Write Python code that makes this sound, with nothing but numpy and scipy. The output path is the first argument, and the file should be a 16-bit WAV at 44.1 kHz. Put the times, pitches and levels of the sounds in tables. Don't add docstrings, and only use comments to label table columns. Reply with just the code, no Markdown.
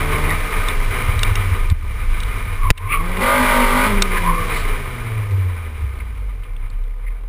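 import sys
import numpy as np
from scipy import signal
from scipy.fft import rfft, irfft, next_fast_len
from scipy.io import wavfile
from scipy.ndimage import uniform_filter1d

SR = 44100
rng = np.random.default_rng(int(sys.argv[2]) if len(sys.argv) > 2 else 0)


def wrap_up_sound(samples):
    columns = np.atleast_2d(samples).T
    tamed = np.clip(columns, -1, 1)
    steps = np.round(tamed * 32767).astype(np.int16)
    wavfile.write(sys.argv[1], SR, steps)


N = 321068
PULL_HZ = 200

# (strength change [dB], lateness [firing periods])
CYLINDERS = [(7, -0.0097), (5, 0.082), (6, -0.061), (7, 0.032)]
# (press time [s], release time [s], throttle [0-1])
PEDAL = [(-.2, 0.324, 0.49), (2.846, 3.15, .2), (3.157, 3.864, 1)]


def from_db(db):
    return 10 ** (np.asarray(db) / 20)


def rms_one(x):
    return x / np.sqrt(np.mean(x ** 2) + 1e-20)


def even(x):
    return x / np.sqrt(np.abs(uniform_filter1d(x * x, size=SR // 8)) + 1e-12)


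def since(s):
    return np.maximum(np.arange(N) / SR - s, 0)


def in_time(rows):
    s, *columns = np.transpose(rows)
    return [np.interp(since(0), s, column) for column in columns]


def swell(t, length):
    return 1 / (1 + (2 * t / length) ** 2) ** 2


def drift(rate_hz):
    step, settle = 40, 2000
    r = np.exp(-2 * np.pi * rate_hz * step / SR)
    slow = signal.lfilter([1], [1, -2 * r, r * r], rng.standard_normal(N // step + settle + 2))[settle:]
    return np.interp(np.arange(N) / step, np.arange(len(slow)), rms_one(slow))


def noise(spectrum):
    size = next_fast_len(N)
    hz, db = np.transpose(spectrum)
    bins = np.maximum(np.fft.rfftfreq(size, 1 / SR), 1)
    envelope = from_db(np.interp(np.log(bins), np.log(hz), db))
    return rms_one(irfft(rfft(rng.standard_normal(size)) * envelope, size)[:N])


def resonate(x, modes):
    out = 0
    for k, (hz, width, db) in enumerate(modes):
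        r = np.exp(-np.pi * width / SR)
        poles = [1, -2 * r * np.cos(2 * np.pi * hz / SR), r * r]
        ringing = (1 - r * r) / 2 * signal.lfilter([1, 0, -1], poles, x + 1e-18)
        out = out + (-1) ** k * from_db(db) * ringing
    return out


def tick(modes, decay_s):
    age = np.arange(SR // 20) / SR
    contacts = np.exp(-age / decay_s) * rng.standard_normal(len(age)) + 3 * (age == 0)
    sound = resonate(contacts, modes)
    return sound / np.abs(sound).max()


def add(out, s, sound):
    at = round(s * SR)
    out[at:at + len(sound)] += sound[:N - at]


def pedal(rise_s=0.078, fall_s=0.065):
    presses = [depth * np.minimum(since(down) / rise_s, 1) * np.exp(-since(up) / fall_s)
               for down, up, depth in PEDAL]
    return np.clip(np.max(presses, axis=0), 0, 1)


def engine(cycles, throttle, rough_db=1, overrun_db=2, jitter_s=0.00003, overrun_jitter_s=0.00017):
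    # (frequency [Hz], bandwidth [Hz], gain [dB])
    intake_modes = [(231, 29.5, 9), (439, 22, 5), (520, 17, -3), (562, 124, -1), (845, 71, 0),
                    (1037, 97, 1), (1230, 70, 0.5), (1396, 72, -9.5), (1553, 43, -4), (2065, 270, -3.5),
                    (2416, 51, -4.5), (2780, 930, -22), (3800, 302, -40)]
    samples = np.arange(N)
    count = np.arange(1, int(cycles[-1]))
    load = np.interp(np.interp(count, cycles, samples), samples, throttle)
    uneven_db, late = np.array(CYLINDERS)[count % len(CYLINDERS)].T
    time_scatter, level_scatter = rng.standard_normal((len(count), 2)).T
    slack_s = jitter_s + overrun_jitter_s * np.clip(1 - 2 * load, 0, 1)
    at = np.interp(count + late * load, cycles, samples) + slack_s * SR * time_scatter
    at = np.clip(at, 0, N - 2)
    strength = from_db(uneven_db * load + (rough_db + overrun_db * (1 - load)) * level_scatter)
    pulses = np.zeros(N)
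    pulses[at.astype(int)] = strength * (1 - at % 1)
    pulses[at.astype(int) + 1] += strength * (at % 1)
    puffs = signal.lfilter([1], [1, -np.exp(-1 / (0.0035 * SR))], pulses) * rng.standard_normal(N)
    puffs = signal.sosfilt(signal.butter(1, 1500, "high", fs=SR, output="sos"), puffs)
    ringing = resonate(pulses + 0.12 * puffs, intake_modes)
    return even(signal.sosfilt(signal.butter(2, 4500, fs=SR, output="sos"), ringing))


def engine_bay(x, decay_s):
    t = np.arange(SR // 50) / SR
    smear = rfft(rng.standard_normal(len(t)) * np.exp(-t / decay_s))
    return signal.fftconvolve(x, irfft(smear / np.abs(smear), len(t)))[:N]


def engine_load(firings, throttle, octaves, level_db=-14.5, shut_db=-16.5, db_per_octave=9):
    clatter = signal.sosfilt(signal.butter(2, 1400, "high", fs=SR, output="sos"), firings)
    wide = np.clip(2 * throttle - 1, 0, 1)
    blend = np.sqrt(1 - wide ** 2) * firings + wide * from_db(-1) * clatter
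    return from_db(level_db + shut_db * (1 - throttle) + db_per_octave * octaves) * blend


def howl(cycles, throttle, octaves, level_db=-14, db_per_octave=23, waver_db=5, rough_db=0.5):
    # (multiple of the four-stroke cycle rate [1], relative level [dB])
    partials = [(1, -13), (2, -40), (3, -10), (4, -2.5), (5, 6), (6, -30), (7, -16.5), (8, -13), (9, -11.5),
                (10, -4), (11, -5), (12, -11), (13, -10), (14, -40), (15, -19.5), (16, -11), (17, -1.5),
                (18, -23), (19, -0.5), (20, -3), (21, -10), (22, -34), (23, -8.5), (24, 0.5), (25, -3),
                (26, -11), (27, -25), (28, -8), (29, -4), (30, -6), (31, -7.5)]
    phase = (2 * np.pi * (cycles / len(CYLINDERS) % 1)).astype(np.float32)
    lines = sum(from_db(db + waver_db * drift(4)) * np.sin(k * phase + 2 * np.pi * rng.random())
                for k, db in partials)
    tone = rms_one(lines * from_db(rough_db * drift(150)))
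    dip_db = -0.5 * swell(since(0) - 3.82, length=0.16)
    return from_db(level_db + db_per_octave * octaves + dip_db) * throttle ** 2 * tone


def exhaust(cycles, firing_hz, throttle, open_db=-13, drone_db=-29, lope_db=2, swirl_rad=0.16):
    # (frequency [Hz], half-width [Hz], level [dB])
    pipe_modes = [(30.8, 4.1, -24), (52.67, 26, -24.5), (68.7, 2.1, -19.5), (97.4, 13.8, -18.5),
                  (105.6, 10.27, -24.5), (173.6, 6, -22), (208.5, 17.4, -21)]
    # (frequency [Hz], bandwidth [Hz], gain [dB])
    silencer_modes = [(242.9, 30, -31.5), (418.6, 25, -21.5), (500, 15.4, -20)]
    # (time [s], gain [dB])
    overrun_curve = [(0, -5.5), (1.5, -3), (2.2, 0.5), (5.4, -2), (7.28, 2.5)]
    overrun_db, = in_time(overrun_curve)
    revs = np.clip(firing_hz / 150, 0, 1)
    phase = 2 * np.pi * cycles + swirl_rad * revs * drift(25)
    boom = np.sqrt(sum(from_db(2 * db) / (1 + ((firing_hz - hz) / width) ** 2) ** 2
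                       for hz, width, db in pipe_modes))
    overtones = resonate(sum((2 / k) ** 2 * np.sin(k * phase) for k in range(2, 7)), silencer_modes)
    overtones *= from_db(6 * np.log2(firing_hz / PULL_HZ))
    drone = np.sin(np.pi * throttle) ** 2 * from_db(drone_db) * (np.sin(phase) + np.sin(phase / 2))
    bark_db = 9.5 * sum(depth ** 2 * swell(since(0) - up - 0.094, length=0.3) for _, up, depth in PEDAL)
    gain = from_db(overrun_db + bark_db + open_db * np.sqrt(throttle) + lope_db * drift(10))
    return np.sqrt(2) * (gain * (boom * np.sin(phase) + overtones) + drone)


def tyres(grain_db=1.5, flutter_db=2.15, tread_db=-8):
    # (frequency [Hz], bandwidth [Hz], gain [dB])
    case_modes = [(213, 38, -2), (405, 62, -1.5), (500, 26, 0), (631, 78, -7.5), (1029, 126, 0),
                  (1230, 48.7, 6), (1525, 165, -3), (1779, 49, 0.5), (2087, 245, 0.5), (2394, 140, 2.5),
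                  (2890, 363, -10.5), (3970, 190, -15.5)]
    # (frequency [Hz], relative spectral density [dB])
    tread_spectrum = [(100, -1), (220, 3.5), (320, -35), (450, -6), (700, -8), (1200, -2), (2300, -2),
                      (2700, -3.5), (4000, -11), (4800, -11.5), (6000, -11)]
    # (time [s], level [dB])
    roar_curve = [(0, -24.5), (1.05, -25), (1.5, -26.5), (1.8, -34), (2.2, -30), (2.6, -32.5), (3.1, -32),
                  (3.4, -22), (4.55, -25), (5.05, -33.5), (6.7, -48.5), (7.28, -50.5)]
    roar_db, = in_time(roar_curve)
    patter = rng.standard_normal(N) * from_db(grain_db * drift(370) + flutter_db * drift(8))
    roar = rms_one(resonate(patter, case_modes)) + from_db(tread_db) * noise(tread_spectrum)
    return from_db(roar_db) * rms_one(roar)


def mount(sway_hz=27.9, beat_hz=2.054, wander=0.028, unsteady_db=3):
    # (time [s], level [dB], beat depth [0-1])
    sway_curve = [(0, -20, 0.43), (2.5, -19, 0.73), (3.02, -14.5, 0), (3.33, -24, 0), (3.7, -16.5, 0.04),
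                  (4.6, -18, 0), (5.1, -34.5, 0.07), (6.2, -39, 0.01)]
    db, depth = in_time(sway_curve)
    beat = np.sqrt(1 - depth * np.cos(2 * np.pi * beat_hz * since(0)))
    phase = 2 * np.pi * np.cumsum(sway_hz * (1 + wander * drift(7.2))) / SR
    return from_db(db + unsteady_db * drift(8.3)) * beat * np.sqrt(2) * np.sin(phase)


def buffeting():
    # (time [s], level [dB])
    buffet_curve = [(0, -27), (2.7, -26), (3.7, -33.5), (4.5, -25), (5.5, -36), (6.2, -32.5), (7, -41),
                    (7.28, -45)]
    # (frequency [Hz], relative spectral density [dB])
    rumble_spectrum = [(12, -33.5), (22, -27), (40, 8.5), (55, -7), (95, 5), (120, -15), (160, -19),
                       (300, -26), (1000, -62)]
    db, = in_time(buffet_curve)
    return from_db(db) * noise(rumble_spectrum)


def idle_wash(level_db=-48):
    # (frequency [Hz], relative spectral density [dB])
    wash_spectrum = [(100, 8.5), (170, -4), (240, -19), (320, -26), (420, -2.5), (500, 6), (560, -13),
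                     (700, -7.5), (1000, -6.5), (2000, -21), (5000, -33)]
    return from_db(level_db) * noise(wash_spectrum)


def grit(ring_width_hz=220, ring_db=2):
    # (time [s], peak level [dB], ring frequency [Hz])
    grains = [(0.304, -19, 3800), (.685, -12, 3520), (1.192, -12.5, 3950), (1.232, -4.5, 3740),
              (1.355, -9.5, 3800), (1.7, -19.5, 3970), (2.203, -18.5, 3800), (2.234, -18.5, 2370),
              (2.776, -14, 2395), (4.021, 1, 3994), (5.31, -33, 3700), (5.989, -36, 4317),
              (6.565, -33, 2793), (6.701, -37, 4180), (6.839, -38.5, 2068)]
    # (frequency [Hz], bandwidth [Hz], gain [dB])
    panel_modes = [(1400, 270, -10), (2275, 86, -6), (2760, 230, -9), (3700, 460, -1.5), (4400, 246, -13),
                   (5620, 280, -13)]
    out = np.zeros(N)
    for s, db, hz in grains:
        add(out, s, from_db(db) * tick(panel_modes + [(hz, ring_width_hz, ring_db)], decay_s=0.0019))
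    return out


def scuffs():
    # (time [s], length [s], frequency [Hz], filter bandwidth [Hz], level [dB])
    rubs = [(0.313, 0.027, 1930, 260, -20.5), (2.781, 0.013, 2220, 1200, -18),
            (2.933, 0.073, 2296, 496, -15.5), (2.939, 0.056, 1230, 200, -21.5),
            (4.177, 0.044, 1730, 920, -20), (4.57, 0.15, 3800, 1811, -36.5),
            (6.006, 0.028, 2130, 500, -37.5), (6.44, 0.018, 2320, 1520, -44),
            (7.079, 0.028, 2100, 330.8, -34)]
    out = np.zeros(N)
    for s, length, hz, width_hz, db in rubs:
        t = np.arange(-2 * length, 2 * length, 1 / SR)
        band = [(hz, width_hz, 0)]
        rub = rms_one(resonate(resonate(rng.standard_normal(len(t)), band), band))
        add(out, s + t[0], from_db(db) * rub * swell(t, length))
    return out


def bumps(hz=80, length_s=0.026):
    # (time [s], peak level [dB])
    jolts = [(1.093, -7.5), (1.174, -7.5), (1.32, -7), (1.528, -10), (1.725, -1), (5.848, -13)]
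    out = np.zeros(N)
    t = np.arange(-2 * length_s, 2 * length_s, 1 / SR)
    for s, db in jolts:
        add(out, s + t[0], from_db(db) * swell(t, length_s) * np.cos(2 * np.pi * hz * t))
    return out


def squeal(wobble=0.037, rough_db=0.5, octave_db=-15):
    # (peak time [s], half length [s], frequency [Hz], glide to either side [Hz], level [dB])
    slips = [(2.66, 0.055, 1072, -59.5, -22.5), (2.869, .14, 1041, 25, -26.5),
             (2.957, .07, 1144, -15.5, -20), (4.173, 0.051, 1050, 8.5, -26.5), (4.292, .06, 1040, 25, -16),
             (4.379, .1, 1111, 25, -23)]
    t = since(0)
    swells = np.array([from_db(db) * swell(t - s, 2 * half) for s, half, _, _, db in slips])
    pitches = np.array([hz + glide * np.tanh((t - s) / half) for s, half, hz, glide, _ in slips])
    hz = np.average(pitches, axis=0, weights=swells ** 2)
    out = 0
    for _ in range(2):
        phase = 2 * np.pi * np.cumsum(hz * (1 + wobble * drift(51.81))) / SR
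        tone = np.sin(phase) + from_db(octave_db) * np.sin(2 * phase)
        out = out + from_db(rough_db * drift(66)) * tone
    return np.linalg.norm(swells, axis=0) * rms_one(out)


def stone(thump_hz=37.2, thump_decay_s=0.0044):
    # (time [s], crack peak level [dB], thump gain [dB])
    cracks = [(2.7033, 12, -23), (2.709, 7, 25)]
    # (frequency [Hz], bandwidth [Hz], gain [dB])
    crack_modes = [(680, 630, -9.5), (1900, 360, 1), (2550, 420, -1), (3800, 300, -1), (5160, 430, -6)]
    age = np.arange(SR // 8) / SR
    thump = np.sin(2 * np.pi * thump_hz * age) * np.exp(-age / thump_decay_s)
    out = np.zeros(N)
    for s, crack_db, thump_db in cracks:
        add(out, s, from_db(crack_db) * tick(crack_modes, decay_s=0.0015))
        add(out, s, from_db(thump_db) * thump)
    return out


def scene():
    # (time [s], firing rate [Hz])
    firing_curve = [(0, 146), (.36, 155), (.95, 128), (1.45, 93.7), (1.95, 60.3), (2.55, 35), (2.85, 94),
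                    (2.95, 151), (3.05, 175), (3.33, 204), (3.68, 194), (3.87, 207), (4.35, 168),
                    (4.95, 121), (5.35, 97.6), (6.15, 52.7), (6.6, 30), (7.28, 39.7)]
    firing_hz, = in_time(firing_curve)
    throttle = pedal()
    octaves = np.log2(firing_hz / PULL_HZ)
    cycles = np.cumsum(firing_hz * (1 + 0.0015 * drift(10.2))) / SR
    firings = engine_bay(engine(cycles, throttle), decay_s=0.0035)
    motor = engine_load(firings, throttle, octaves) + howl(cycles, throttle, octaves)
    motor += exhaust(cycles, firing_hz, throttle)
    background = tyres() + mount() + buffeting() + idle_wash()
    events = grit() + scuffs() + bumps() + squeal() + stone()
    mono = motor + background + events
    return np.array([mono, mono])


def gain_control(x, threshold_db=-9, release_s=0.1, attack_s=0.002, overreaction=1.09):
    detector = np.exp(-1 / (0.0019 * SR))
    level_db = 10 * np.log10(signal.lfilter([1 - detector], [1, -detector], x[0] ** 2) + 1e-12)
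    excess_db = np.maximum(level_db - threshold_db, 0)
    fade = np.exp(-since(0) / release_s)
    cut_db = np.maximum.accumulate(overreaction * excess_db / fade) * fade
    attack = np.exp(-1 / (attack_s * SR))
    return x * from_db(-signal.lfilter([1 - attack], [1, -attack], cut_db))


def record(dry, converter_hz=12000, cutoff_hz=15400):
    clipped = np.clip(gain_control(dry), -0.85, 0.85)
    slow = signal.resample_poly(clipped, converter_hz, SR, axis=1, window=("kaiser", 8))
    held = signal.resample_poly(np.repeat(slow, 8, axis=1), SR, 8 * converter_hz, axis=1)[:, :N]
    return signal.sosfilt(signal.ellip(12, 0.2, 80, cutoff_hz, fs=SR, output="sos"), held)


dry = scene()
out = record(dry)
wrap_up_sound(out)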